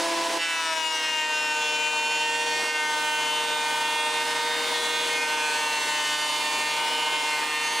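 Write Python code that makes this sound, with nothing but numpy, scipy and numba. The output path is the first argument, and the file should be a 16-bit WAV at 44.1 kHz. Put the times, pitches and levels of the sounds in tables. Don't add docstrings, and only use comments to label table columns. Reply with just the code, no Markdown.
import sys
import numpy as np
from scipy import signal
from scipy.fft import rfft, irfft
from scipy.io import wavfile
from scipy.ndimage import map_coordinates
from numba import njit

SR = 44100
rng = np.random.default_rng(int(sys.argv[2]) if len(sys.argv) > 2 else 0)


def unload_wav(signal):
    wavfile.write(
        sys.argv[1],
        SR,
        np.round(np.clip(np.atleast_2d(signal).T, -1, 1) * 32767).astype(np.int16),
    )


N = 343977

BITE_S, RECOVER_S = 0.379, 1.34
STEADY_HUM_DB = -43.5

# freq_hz, side_minus_mid_db
WIDTH = [(60, -10), (110, -3), (200, -15.5), (380, -9.5), (700, -13.5), (1290, -20.5), (2380, -12),
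         (4400, -13), (8120, -16.5), (15000, -104)]
# time_s, left_minus_right_db
CAMERA_PAN = [(.4, -0.5), (.6, 1.8), (2.7, -0.3), (3.2, -0.5), (7.8, -0.5)]
# time_s, treble_shelf_db, top_overtones_db
BRIGHTNESS = [(0, 7, -6), (.5, 8, -5.5), (2.4, 9.5, -7.5), (3.2, 11.5, -2)]
# freq_hz, relative_density_db
AIR_SPECTRUM = [(20, -60), (110, -44), (240, -10), (400, -7), (700, -6), (950, 4), (1260, -7.5),
                (2500, -3.5), (5300, -8.5), (9700, -19.5), (11500, -30), (15500, -42)]
# time_s, gain_db
HISS_DIPS = [(2.4, -3), (2.65, 1), (2.71, -4.5), (2.8, -3), (2.86, -2), (6.1, 0.5), (6.2, -2.5),
             (6.28, 0.5), (7.45, -0.5), (7.56, -4.5), (7.7, -1)]
# cycles_per_head_turn, relative_db
MOTOR_TONES = [(3.09, 0), (6.18, 0), (9.27, -10), (1.79, -10), (2.48, -13), (4.09, -12), (5.09, -10),
               (5.46, -8), (6.77, -11), (27.88, -10)]
# time_s, shaft_hum_db, upper_tones_db
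MOTOR_LEVELS = [(0, -38, -47), (.38, -39, -53), (.42, -54, -54), (1.0, -45.5, -47), (1.6, -41.5, -49),
                (2.5, -36, -51), (3.9, -41.5, -36.5), (4.6, -34.5, -41), (5.3, -36, -36.5),
                (6.27, -54.5, -47), (6.9, -39, -40.5), (7.8, -45.5, -41)]
# freq_hz, relative_density_db
CHIP_SPECTRUM = [(600, -25), (950, -2.5), (1250, -12.5), (1900, -6.5), (2900, -10.5), (4500, -14),
                 (6300, -27.5), (8750, -23), (10500, -28), (11500, -39), (15500, -40.5)]
# time_s, chip_db, knife_treble_db
CUT_LEVELS = [(.39, -47.5, -33.5), (.8, -45.5, -32.5), (1.4, -48.5, -34.5), (2.0, -46.5, -34),
              (2.6, -51.5, -32.5), (2.75, -49, -36.5), (3.7, -49, -40), (4.7, -46, -39), (5.6, -52.5, -38),
              (6.3, -57, -38), (7.5, -48, -37.5), (7.8, -49, -39)]
# time_s, rotation_hz
HEAD_SPEED = [(0, 167.1), (.39, 167.1), (.51, 165.4), (.78, 160.3), (.98, 157.4), (1.25, 154.5),
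              (1.45, 153), (1.63, 152.1), (1.9, 152.3), (2.62, 153.4), (2.99, 152), (3.7, 151.9),
              (4.1, 152.4), (4.86, 154), (5.1, 153.6), (5.66, 151.3), (5.98, 150.6), (6.3, 150.6),
              (7.04, 152.3), (7.25, 151.7), (7.8, 151.6)]
STRONG_ORDERS = (1, 2, 4, 6, 7, 8, 9, 10, 12, 14, 16, 18, 19, 20, 21, 22, 24, 26, 28, 30, 32, 40, 42, 44,
                 46, 48)
# idle_db, cutting_db
STRONG_LEVELS = [(-56, -57), (-35, -50), (-32, -42), (-31, -29), (-62, -46), (-48, -38.5), (-44, -47),
                 (-40, -35.5), (-44, -33.5), (-60, -35.5), (-44, -35), (-48, -33.5), (-57, -43), (-62, -37),
                 (-52, -45), (-57, -38), (-59, -40.5), (-51, -45.5), (-48, -41), (-53, -46), (-47, -49.5),
                 (-62, -47.5), (-62, -49), (-62, -54.5), (-64, -61.5), (-62, -55)]
# start_s, length_s, order, gain_db
OVERTONE_SWELLS = [(0.39, 0.2, 6, -5.5), (0.39, 0.52, 32, 7), (0.39, 0.58, 20, -10), (0.393, 0.22, 16, 4.5),
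                   (0.406, 0.07, 6, -21), (0.41, 0.31, 9, 11.5), (0.44, 0.63, 42, -2),
                   (0.45, 0.12, 30, -12), (0.45, 1.4, 28, -7), (0.56, 0.18, 8, 5.5), (0.623, 0.34, 12, -6),
                   (0.67, 0.12, 4, 9), (0.75, 1.1, 8, -2.5), (0.76, 2.49, 7, -13), (0.82, 1.6, 18, 5.5),
                   (0.84, 0.087, 44, 14), (0.9, 0.14, 16, -13), (0.92, 1.3, 22, -6.5), (0.93, 0.2, 6, -7),
                   (1.01, 0.65, 30, -14), (1.15, 1.24, 48, 8.5), (1.17, 0.44, 44, 8), (1.21, 0.11, 12, 5),
                   (1.256, 1.26, 14, -9), (1.31, 0.86, 10, 3.5), (1.342, 0.07, 12, -9),
                   (1.36, 0.21, 40, -5), (1.366, 0.11, 6, -6), (1.51, 1.1, 46, 14.5),
                   (1.54, 0.69, 12, -9.5), (1.57, 0.68, 9, -6.0), (1.606, 0.08, 22, 10),
                   (1.61, 0.61, 44, 10), (1.685, 0.57, 20, 6.5), (1.756, 0.4, 16, 5.5), (1.84, 0.15, 42, 2),
                   (1.93, 1.1, 19, -22), (1.95, 0.61, 26, -13), (1.98, 0.58, 8, -12), (2.196, 0.19, 40, -6),
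                   (2.37, 0.49, 12, 2.5), (2.46, 0.26, 30, 6.5), (2.55, 0.24, 6, -5.5),
                   (2.603, 0.28, 14, 5.5), (2.637, 0.19, 18, 4.5), (2.684, 0.17, 1, -8),
                   (2.699, 0.49, 10, 5), (2.76, 0.51, 46, 9), (2.79, 0.16, 18, -5), (2.78, 1.62, 28, -5),
                   (2.84, 0.17, 16, -6), (3.01, 0.26, 24, -3), (3.1, 0.58, 42, 3.5), (3.107, 0.31, 20, 7.5),
                   (3.15, 0.64, 12, -5), (3.21, 1.9, 21, -20), (3.25, 0.22, 16, -5), (3.25, 0.6, 40, -8),
                   (3.317, 0.33, 24, 6.5), (3.413, 0.45, 14, -2.5), (3.45, 0.44, 10, 2),
                   (3.554, 0.27, 18, -10), (3.796, 1.2, 20, -2.5), (3.853, 0.21, 22, 6), (3.86, 1.4, 24, 5),
                   (3.88, 1, 42, -17), (3.96, 0.11, 20, -11), (4.253, 0.66, 16, -6.5),
                   (4.27, 0.96, 18, -7.5), (4.37, 0.42, 32, 7.5), (4.497, 0.2, 24, 3.5),
                   (4.53, 0.7, 6, -5.5), (4.554, 0.13, 6, -7), (4.57, 0.08, 22, -10),
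                   (4.582, 0.15, 12, -11), (4.71, 0.39, 44, 5.5), (4.728, 0.44, 22, 6),
                   (4.763, 0.3, 26, 10), (4.83, 1.3, 40, 3), (4.87, 0.18, 18, 6), (5.007, 0.069, 12, -12),
                   (5.02, 2.4, 21, -12), (5.1, 0.18, 14, 6), (5.145, 0.43, 10, 6), (5.163, 0.1, 16, 6.5),
                   (5.17, 0.31, 24, -6), (5.31, 0.24, 12, -5), (5.397, 0.12, 16, 4), (5.4, 0.37, 14, -6),
                   (5.408, 0.69, 44, 4), (5.427, 0.1, 18, -8), (5.578, 0.81, 16, -9),
                   (5.622, 0.25, 18, 4.5), (5.63, 1.96, 7, 7), (5.75, 0.94, 22, -2), (5.8, 0.95, 6, -2.5),
                   (5.894, 0.88, 44, 7.5), (5.902, 0.52, 20, 5.5), (5.94, 0.31, 30, 5.5),
                   (5.974, 0.43, 18, -5), (5.983, 0.5, 24, 5), (6.134, 0.1, 6, -4), (6.16, 0.43, 42, -12),
                   (6.27, 0.51, 10, -8), (6.277, 0.15, 12, -11), (6.37, 0.36, 30, 6.5),
                   (6.433, 0.17, 14, -10), (6.6, 1.3, 40, -11), (6.61, 0.68, 48, -8.5),
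                   (6.62, 0.43, 7, -11), (6.717, 0.7, 12, -8), (6.72, 0.91, 42, -14), (6.777, 0.33, 19, 11),
                   (6.77, 0.46, 28, -8), (6.787, 0.17, 18, -9), (6.9, 0.32, 20, 6), (6.94, 0.38, 46, 15),
                   (6.95, 0.28, 12, -1), (7.078, 0.32, 14, 5), (7.3, 0.23, 24, -4), (7.41, 0.34, 4, -9),
                   (7.413, 0.39, 10, -8), (7.45, 0.24, 6, -6.5), (7.55, 0.25, 42, 7.5),
                   (7.556, 0.13, 22, -15), (7.625, 0.16, 30, 8), (7.68, 0.1, 16, -9.5)]
# order, level_db
IDLE_TONES = [(5, -59), (11, -48)]
# freq_hz, overtone_db
BLOW_SPECTRUM = [(300, -48), (1000, -36), (2000, -30), (3300, -33.5), (3700, -43.5), (4300, -48),
                 (5500, -55.5), (6400, -59.5), (7500, -56.5), (9000, -63), (10500, -69), (11500, -77),
                 (15000, -83)]
# time_s, odd_overtone_db
KNIFE_MISMATCH = [(0.39, -7), (.74, -11), (.76, -13), (1.5, -14), (3.0, -26), (5.6, -10), (6.3, -14.5),
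                  (7.8, -14)]
# start_s, gain_db
OVERTONE_DIPS = [(0.378, -3.5), (0.741, -3)]


def undb(db):
    return 10 ** (np.asarray(db) / 20)


def at_hz(table, hz):
    freq_hz, db = np.transpose(table)
    return np.interp(np.log(hz), np.log(freq_hz), db)


def in_time(table):
    time_s, *columns = np.transpose(table)
    return [np.interp(np.arange(N) / SR, time_s, column) for column in columns]


def walk(rate_hz, glide_steps=0):
    knots = rng.standard_normal(int(N / SR * 60) + 3)
    position = np.arange(0, N, 64) / SR * rate_hz + glide_steps
    return 1.1 * map_coordinates(knots, [position], order=3).repeat(64)[:N]


def stereo(mid, side):
    return np.array([mid + side, mid - side])


def tone(phase, hz, scatter, rate_hz, glide_steps=0):
    carrier = np.exp(1j * phase)
    mid = 1 + scatter * (walk(rate_hz, glide_steps) + 1j * walk(rate_hz, glide_steps))
    side = undb(at_hz(WIDTH, hz)) * (walk(rate_hz / 2) + 1j * walk(rate_hz / 2)) / np.sqrt(2)
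    return np.sqrt(2 / (1 + 2 * scatter ** 2)) * stereo((carrier * mid).real, (carrier * side).real)


def hiss(spectrum, ref_band_hz, flicker_db):
    hz = np.maximum(np.arange(N // 2 + 1) * SR / N, 1)
    shape = undb(at_hz(spectrum, hz))
    mid, side = (rfft(rng.standard_normal(N)) * shape for _ in range(2))
    channels = stereo(mid, side * undb(at_hz(WIDTH, hz)))
    in_band = (hz > ref_band_hz[0]) & (hz < ref_band_hz[1])
    rms = np.sqrt(2 * np.sum(np.abs(mid[in_band]) ** 2)) / N
    out = 0
    for octave in range(4, 15):
        band = np.cos(np.pi / 2 * np.clip(np.log2(hz) - octave, -1, 1)) ** 2
        flicker = undb(flicker_db * (walk(9.7) + walk(2.496)))
        out = out + flicker * irfft(channels * band, N)
    return out / rms


@njit
def peak_follower(x, attack, release):
    envelope, level = np.empty(len(x)), 0.
    for i in range(len(x)):
        level += (x[i] - level) * (attack if x[i] > level else release)
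        envelope[i] = level
    return envelope


def air_rush(cutting, duck, hum_db):
    idle_db, cutting_db, duck_db, roar_hz = -35.5, -43, -4.5, 750
    level_db = idle_db + cutting * (cutting_db - idle_db) + duck_db * duck
    air = undb(level_db) * hiss(AIR_SPECTRUM, ref_band_hz=(627, 874), flicker_db=0.51)
    roar = signal.sosfiltfilt(signal.butter(2, roar_hz, fs=SR, output="sos"), air)
    roar_db = cutting * (3 + 0.22 * (hum_db - STEADY_HUM_DB))
    return air - roar + roar * undb(roar_db)


def motor(head_rad, head_hz, cutting, hum_db, upper_db):
    lower_db = hum_db + cutting * (STEADY_HUM_DB - hum_db)
    out = 0
    for ratio, relative_db in MOTOR_TONES:
        group_db = upper_db if ratio > 5.2 else hum_db if ratio > 3 else lower_db
        whine = tone(ratio * head_rad, ratio * head_hz.mean(), scatter=0.13, rate_hz=3.99)
        out = out + undb(group_db + relative_db) * whine
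    return out


def chip_hiss(head_rad, level_db):
    puffs = 1 + .5 * np.cos(2 * head_rad) + .25 * np.cos(head_rad)
    return undb(level_db) * puffs * hiss(CHIP_SPECTRUM, ref_band_hz=(4600, 9000), flicker_db=1.3)


def head_whistle(head_rad, head_hz, top_db):
    order, base_db, resonance_hz, width_hz = 86, -69, 13050, 250
    resonance = 1 / (1 + ((order * head_hz - resonance_hz) / width_hz) ** 2)
    whistle = tone(order * head_rad, resonance_hz, scatter=.8, rate_hz=14)
    return undb(base_db + top_db) * resonance * whistle


def strong_overtone_db(t, cutting, duck):
    unbalance_duck_db, unbalance_recover_s = -26, 0.58
    level_db = {order: idle_db + cutting * (cutting_db - idle_db)
                for order, (idle_db, cutting_db) in zip(STRONG_ORDERS, STRONG_LEVELS)}
    level_db[1] += unbalance_duck_db * duck ** (RECOVER_S / unbalance_recover_s)
    for start_s, length_s, order, gain_db in OVERTONE_SWELLS:
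        edge_s = min(.1 * length_s, .02)
        window = (np.tanh((t - start_s) / edge_s) - np.tanh((t - start_s - length_s) / edge_s)) / 2
        level_db[order] += gain_db * window * cutting
    return level_db


def knife_blows(t, head_rad, head_hz, cutting, strong_db, treble_db, top_db, grain_db):
    sweep_rad, sweep_top_order = .02, 24
    treble_ref_db, whine_db, rebuild_s = -40, 3.5, 0.067
    room_mode_spacing_hz = 45
    glide_steps = np.cumsum(np.abs(np.gradient(head_hz)))[::64] / room_mode_spacing_hz
    mismatch_db, = in_time(KNIFE_MISMATCH)
    out = 0
    for order in [*range(1, 63), *range(64, 97, 2)]:
        mean_hz = order * head_hz.mean()
        swept = min(order, sweep_top_order)
        smear_rad = (.95 if order <= sweep_top_order else .5) * rng.standard_normal()
        phase = order * head_rad + smear_rad - sweep_rad * swept * (2 * order - swept)
        if order in strong_db:
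            gain = undb(strong_db[order] + 1.1 * grain_db)
            out = out + gain * tone(phase, mean_hz, scatter=.12, rate_hz=14)
            continue
        treble_share = np.clip(np.log2(mean_hz / 2500), 0, 1)
        top_share = np.clip(2 * np.log2(mean_hz / 6000), 0, 1)
        cut_db = at_hz(BLOW_SPECTRUM, order * head_hz) + grain_db + top_share * top_db
        cut_db += treble_share * (treble_db - treble_ref_db + whine_db * walk(2.5))
        cut_db += (order % 2) * mismatch_db * (1 - 0.81 * treble_share)
        idle_db = dict(IDLE_TONES).get(order, -66 - order / 4)
        gain = cutting * undb(cut_db) + (1 - cutting) * undb(idle_db)
        rate_hz = 2.527 + 2.564 * treble_share
        smeared = tone(phase, mean_hz, scatter=0.98, rate_hz=rate_hz, glide_steps=order * glide_steps)
        out = out + gain * smeared
    dip_db = sum(gain_db * (t > start_s) * np.exp(-np.maximum(t - start_s, 0) / rebuild_s)
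                 for start_s, gain_db in OVERTONE_DIPS)
    return out * undb(dip_db)


def scene():
    t = np.arange(N) / SR
    head_hz, = in_time(HEAD_SPEED)
    hum_db, upper_db = in_time(MOTOR_LEVELS)
    chip_db, treble_db = in_time(CUT_LEVELS)
    shelf_db, top_db = in_time(BRIGHTNESS)
    hiss_dip_db, = in_time(HISS_DIPS)
    pan_db, = in_time(CAMERA_PAN)
    head_rad = 2 * np.pi * np.cumsum(head_hz * (1 + 0.000449 * walk(30))) / SR
    cutting = np.clip((t - BITE_S) / 0.017, 0, 1)
    duck = cutting * np.exp(-np.maximum(t - BITE_S, 0) / RECOVER_S)
    grain_db = .7 * (walk(25) + walk(50))

    chips = cutting * chip_hiss(head_rad, chip_db + grain_db)
    whistle = cutting * head_whistle(head_rad, head_hz, top_db)
    air = air_rush(cutting, duck, hum_db)
    strong_db = strong_overtone_db(t, cutting, duck)
    blows = knife_blows(t, head_rad, head_hz, cutting, strong_db, treble_db, top_db, grain_db)
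    whine = motor(head_rad, head_hz, cutting, hum_db, upper_db)
    mix = undb(hiss_dip_db) * (air + chips) + whine + whistle + blows

    highs = signal.sosfiltfilt(signal.butter(2, 9000, "high", fs=SR, output="sos"), mix)
    pan = undb(np.array([pan_db, -pan_db]) / 2)
    return pan * (mix - highs) + undb(shelf_db) * highs


def record(dry):
    threshold_db, ratio, attack_s, release_s = -19.5, 4.2, 0.00045, 0.057
    low_cut_hz, high_cut_hz = 62, 15750
    peak = peak_follower(np.abs(dry).max(axis=0), 1 / (attack_s * SR), 1 / (release_s * SR))
    gain = np.minimum(1, undb(threshold_db) / (peak + 1e-9)) ** (1 - 1 / ratio)
    ahead = int(attack_s * SR)
    limited = dry * np.concatenate([gain[ahead:], gain[N - ahead:]])
    limited = signal.sosfilt(signal.butter(1, low_cut_hz, "high", fs=SR, output="sos"), limited)
    return signal.sosfilt(signal.ellip(10, .2, 70, high_cut_hz, fs=SR, output="sos"), limited)


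dry = scene()
out = record(dry)
unload_wav(out)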